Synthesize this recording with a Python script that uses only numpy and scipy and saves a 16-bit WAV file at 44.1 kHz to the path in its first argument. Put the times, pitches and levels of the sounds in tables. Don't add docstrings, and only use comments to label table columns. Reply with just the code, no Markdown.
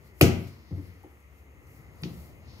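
import sys
import numpy as np
from scipy import signal
from scipy.fft import rfft, irfft
from scipy.io import wavfile
from scipy.ndimage import uniform_filter1d

SR = 44100
rng = np.random.default_rng(int(sys.argv[2]) if len(sys.argv) > 2 else 0)


def master_out(mix):
    frames = np.transpose(np.atleast_2d(mix))
    ceiling = np.clip(frames, -1, 1)
    pcm = np.round(ceiling * 32767).astype(np.int16)
    wavfile.write(sys.argv[1], SR, pcm)


def undo_db(level):
    steps = np.asarray(level, float) / 20
    return 10 ** steps


N = 114660
T = np.arange(N) / SR
LEFT_RIGHT = np.array([[1], [-1]])
DRIFT_DB = 1.5

# frequency in Hz, level in dB, decay by 60 dB in seconds, left-right likeness 0-1.
ROOM_RESPONSE = [(60, -21.5, 0.36, 0.69), (150, -26, 0.47, 0.93), (430, -23, 0.43, 0.72),
                 (1000, -17, 0.5, 0.37), (2500, -19.5, 0.51, 0), (6130, -16.5, 0.34, 0.14),
                 (10000, -19.5, 0.25, 0.3), (15000, -16, 0.23, 0.2)]


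def band(x, hz, width):
    f = np.fft.rfftfreq(x.shape[-1], 1 / SR)
    bell = np.exp(-.5 * ((f - hz) / (width / 2)) ** 2)
    return irfft(rfft(x) * bell, x.shape[-1])


def unit(x):
    return x / np.sqrt(np.mean(x ** 2))


def pair(size, like):
    like = np.clip(like, 0, 1)
    mid, side = rng.standard_normal((2, size))
    return np.sqrt((1 + like) / 2) * mid + np.sqrt((1 - like) / 2) * side * LEFT_RIGHT


def walk(rate):
    k = int(SR / rate)
    steps = np.repeat(rng.standard_normal(N // k + 1), k)
    smooth = uniform_filter1d(uniform_filter1d(steps, k), k)
    return unit(smooth[:N])


def on_log(hz, table, column):
    table = np.array(table)
    return np.interp(np.log(hz), np.log(table[:, 0]), table[:, column])


def thuds(pushes):
    out = np.zeros(N)
    for start, db, hz, cycles in pushes:
        t = np.clip(T - start, 0, None)
        decay = np.exp(-1.6 * hz * t / cycles)
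        soft_onset = 1 - np.exp(-t * hz * 9)
        out -= undo_db(db) * np.sin(2 * np.pi * hz * t) * decay * soft_onset
    return out


def dough_landing():
    # start in seconds, peak in dB, pitch in Hz, cycles of ring.
    surges = [(.2102, -14.5, 570, 0.86), (.2128, -4, 390, 0.95), (.2152, -3.5, 294, 0.66),
              (.2215, -5, 285, 0.63), (0.2248, -8.5, 111, 1.53), (.2277, -2, 229, 0.86),
              (.2357, -15, 238, 2.8), (0.2456, -21.5, 174, 1.5), (.267, -14, 212.5, 2.5),
              (.28, -21.5, 262, 1.7), (.405, -35, 123, 4.1), (.465, -36, 120.1, 2.7)]
    return thuds(surges)


def smacks():
    # start in seconds, peak in dB, length in ms, centre in Hz, width in Hz.
    wet_bursts = [(.2114, -5, 1.8, 2500, 990), (.2113, -8, 2.53, 11700, 6700),
                  (.2113, -10, 3.14, 3500, 4400), (.212, -14.5, 5, 615, 205), (0.21, -12.5, 3.3, 1160, 970),
                  (.72, -50.5, 9.5, 690, 900), (.47, -44.5, 7.1, 9100, 11000), (1.03, -54, 3, 11000, 7900),
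                  (1.039, -60, 12, 1200, 2260), (1.2, -56, 4.3, 11000, 5600), (1.669, -51, 2, 9300, 8100),
                  (2.018, -42.5, 3.8, 10000, 2970), (2.028, -67, 4.5, 10500, 3000),
                  (2.0346, -28, 2.9, 3200, 2900), (2.04, -52, 7.2, 870, 370)]
    echo_db, lead_s = 8.5, .01
    direct, to_room = np.zeros(N), np.zeros(N)
    t = np.arange(2048) / SR - lead_s
    for start, db, ms, hz, width in wet_bursts:
        u = np.clip(t * 1000 / ms, 0, None)
        swell = u * np.exp(-2.4 * u ** 2)
        uneven = undo_db(6.8 * rng.standard_normal(len(t)))
        burst = band(rng.standard_normal(len(t)) * uneven * swell, hz, width)
        burst = undo_db(db) * burst / np.abs(burst).max()
        click = band(1. * (np.arange(len(t)) == 500), hz, 1.5 * width)
        i = int((start - lead_s) * SR)
        direct[i:i + len(t)] += burst
        to_room[i:i + len(t)] += unit(click) * undo_db(db - 40.5 + echo_db) * np.sqrt(ms)
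    return direct, to_room


def gathering_hands():
    # start in seconds, peak in dB, pitch in Hz, cycles of ring.
    knocks = [(.7095, -32.5, 270, 0.95), (.7155, -27, 176, 2.6), (0.7269, -28.5, 222, 1.05),
              (.727, -27.5, 99.5, 4.3), (0.7689, -36, 225, 0.43), (.77, -32, 92, 1.5),
              (.779, -35.5, 284.5, 4.6), (.796, -41.5, 285, 3.4), (0.8141, -41, 175, 3.4),
              (1.037, -47, 795, 5.3), (1.046, -37, 322, 1.8), (1.062, -56, 390, 1.8),
              (1.775, -51, 137, 5.6), (1.879, -57.5, 139, 9.5), (2.027, -26.5, 150, 1.8),
              (2.0402, -25, 184, 3.2), (2.0547, -31.5, 322, 3.4), (2.062, -35, 174, 2.9),
              (2.10, -38, 262, 2.8), (2.115, -39, 129, 4.4), (2.16, -42, 74.3, 2.4), (2.229, -54, 93, 1.9),
              (2.33, -55, 228, 9.8), (2.489, -46, 107, 4.6)]
    return thuds(knocks)


def counter(push):
    # frequency in Hz, level in dB, decay by 60 dB in seconds.
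    slab_modes = [(68.3, -24, .4), (92, -12, 0.57), (115, -16.5, 0.11), (141, -9.5, 0.143), (175, -4, 0.24),
                  (234.7, -20, 0.71), (293, -18.5, 0.26), (349, -18.5, 0.13), (378.7, -12, 0.28),
                  (444, -19, 0.23), (564, -17, 0.27), (699, -16.5, 0.18)]
    t, ring = T[:SR], 0
    for hz, db, t60 in slab_modes:
        ring = ring + undo_db(db) * hz * np.sin(2 * np.pi * hz * t) * 1000. ** (-t / t60)
    return signal.fftconvolve(push, ring / SR)[:N]


def room(x):
    early_gain, early_s, build_s = 1.03, 0.011, 0.0011
    t, tail = T[:SR], 0
    for hz in 45 * 2 ** np.arange(0, 8.6, .5):
        like = on_log(hz, ROOM_RESPONSE, column=3)
        noise = band(pair(SR, like), hz, hz * 0.44)
        level = undo_db(on_log(hz, ROOM_RESPONSE, column=1))
        t60 = on_log(hz, ROOM_RESPONSE, column=2)
        tail = tail + noise * level * 1000. ** (-t / t60)
    tail = tail * (1 - np.exp(-t / build_s)) * (1 + early_gain * np.exp(-t / early_s))
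    return signal.fftconvolve(x[None], tail * undo_db(-8.5), axes=1)[:, :N]


def rustle():
    # time in seconds, level in dB, brightness in dB of the top over the middle.
    effort = [(0, -80.5, 7), (.07, -69.5, 8), (.13, -80.5, 4), (.2, -73, 18), (0.449, -61.5, 0),
              (0.621, -70, -6), (.87, -69, 5), (.96, -75.5, 3), (1.301, -93, 17), (1.39, -81, 12.5),
              (1.5, -94.5, 13), (1.77, -76, 12.5), (1.9, -81.5, 5), (2.05, -66.5, 5.5), (2.26, -70, 10),
              (2.38, -82, 7.5), (2.49, -63, -11), (2.6, -62.5, -5)]
    seconds, level_db, bright_db = np.array(effort).T
    flicker_db = 1.2

    def grain(hz, width):
        noise = pair(N, 0.24) * undo_db(2.5 * rng.standard_normal(N))
        return unit(band(noise, hz, width)) * undo_db(flicker_db * walk(25))

    middle = grain(4530, 2200)
    treble = grain(12200, 10000) * undo_db(np.interp(T, seconds, bright_db))
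    return undo_db(np.interp(T, seconds, level_db)) * (middle + treble)


def work_stir():
    # time in seconds, level in dB.
    activity = [
        (0, 1.1),
        (.9, 0.5),
        (1.2, -3.9),
        (1.6, 0.2),
        (1.8, 3),
        (2.2, 6.5),
        (2.4, 3.5),
        (2.6, 5.5),
    ]
    return np.interp(T, *np.array(activity).T)


def room_tone(stir):
    # frequency in Hz, level in dB per Hz.
    tone_spectrum = [(15, -61), (25, -51), (69, 1), (164, -14), (457, -18.5), (703, -25.5), (2060, -28.5),
                     (4040, -45), (15500, -46)]
    tone = 0
    for hz in 30 * 2 ** np.arange(0, 9.1, 1 / 3):
        db = on_log(hz, tone_spectrum, column=1) + DRIFT_DB * walk(6.58)
        like = on_log(hz, ROOM_RESPONSE, column=3)
        tone = tone + undo_db(db) * band(pair(N, like), hz, hz * 0.26)
    tone = unit(tone) * undo_db(-53)
    return tone + band(tone, 160, 1656) * (undo_db(stir) - 1)


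def fridge(stir):
    # frequency in Hz, width in Hz, level in dB.
    fan_resonances = [(2005, 520, -68.5), (6740, 230, -83), (1290, 150, -82), (10100, 250, -92),
                      (2640, 700, -76)]
    # frequency in Hz, level in dB.
    hum_lines = [(70, -60.5), (447, -75.5), (1389, -82.5), (2083, -74.5), (6395, -83.5)]
    out = 0
    for hz, width, db in fan_resonances:
        level = undo_db(db + DRIFT_DB * walk(2.7) + 0.76 * stir)
        out = out + level * unit(band(pair(N, 0.9), hz, width))
    for hz, db in hum_lines:
        level = np.sqrt(2) * undo_db(db + DRIFT_DB * walk(1.6))
        phase = 2 * np.pi * np.cumsum(hz * (1 + 0.0018 * walk(2.1))) / SR
        out = out + level * np.sin(phase)
    return out


def to_stereo(mix):
    right_early_ms, bass_left_db, treble_left_db = .16, 1.73, 1.3
    mix = np.array([mix[0], np.roll(mix[1], -int(right_early_ms * SR / 1000))])
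    bass = signal.sosfilt(signal.butter(1, 500, fs=SR, output="sos"), mix)
    return bass * undo_db(bass_left_db * LEFT_RIGHT) + (mix - bass) * undo_db(treble_left_db * LEFT_RIGHT)


def scene():
    landing, hands = dough_landing(), gathering_hands()
    smack, smack_to_room = smacks()
    low = landing + hands + counter(landing + undo_db(-5.5) * hands)
    low = signal.sosfiltfilt(signal.butter(2, 57.6, "high", fs=SR, output="sos"), low)
    stir = work_stir()
    background = rustle() + room_tone(stir) + fridge(stir)
    return to_stereo(low + undo_db(1) * smack + room(low + smack_to_room) + background)


def low_pass(x):
    return signal.sosfilt(signal.butter(12, 16470, fs=SR, output="sos"), x)


def record(dry):
    # frequency in Hz, width in Hz, depth 0-1.
    housing_notches = [(1620, 300, .45), (8900, 1800, .35), (3600, 600, .15)]
    x = dry - sum(np.clip(depth, 0, .9) * band(dry, hz, width) for hz, width, depth in housing_notches)
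    x = signal.sosfilt(signal.butter(1, 30, "high", fs=SR, output="sos"), x)
    limited = np.tanh(x * .7) / .72
    x = signal.sosfilt(signal.ellip(10, .2, 70, 15650, fs=SR, output="sos"), limited)
    return low_pass(x)


dry = scene()
out = record(dry)
master_out(out)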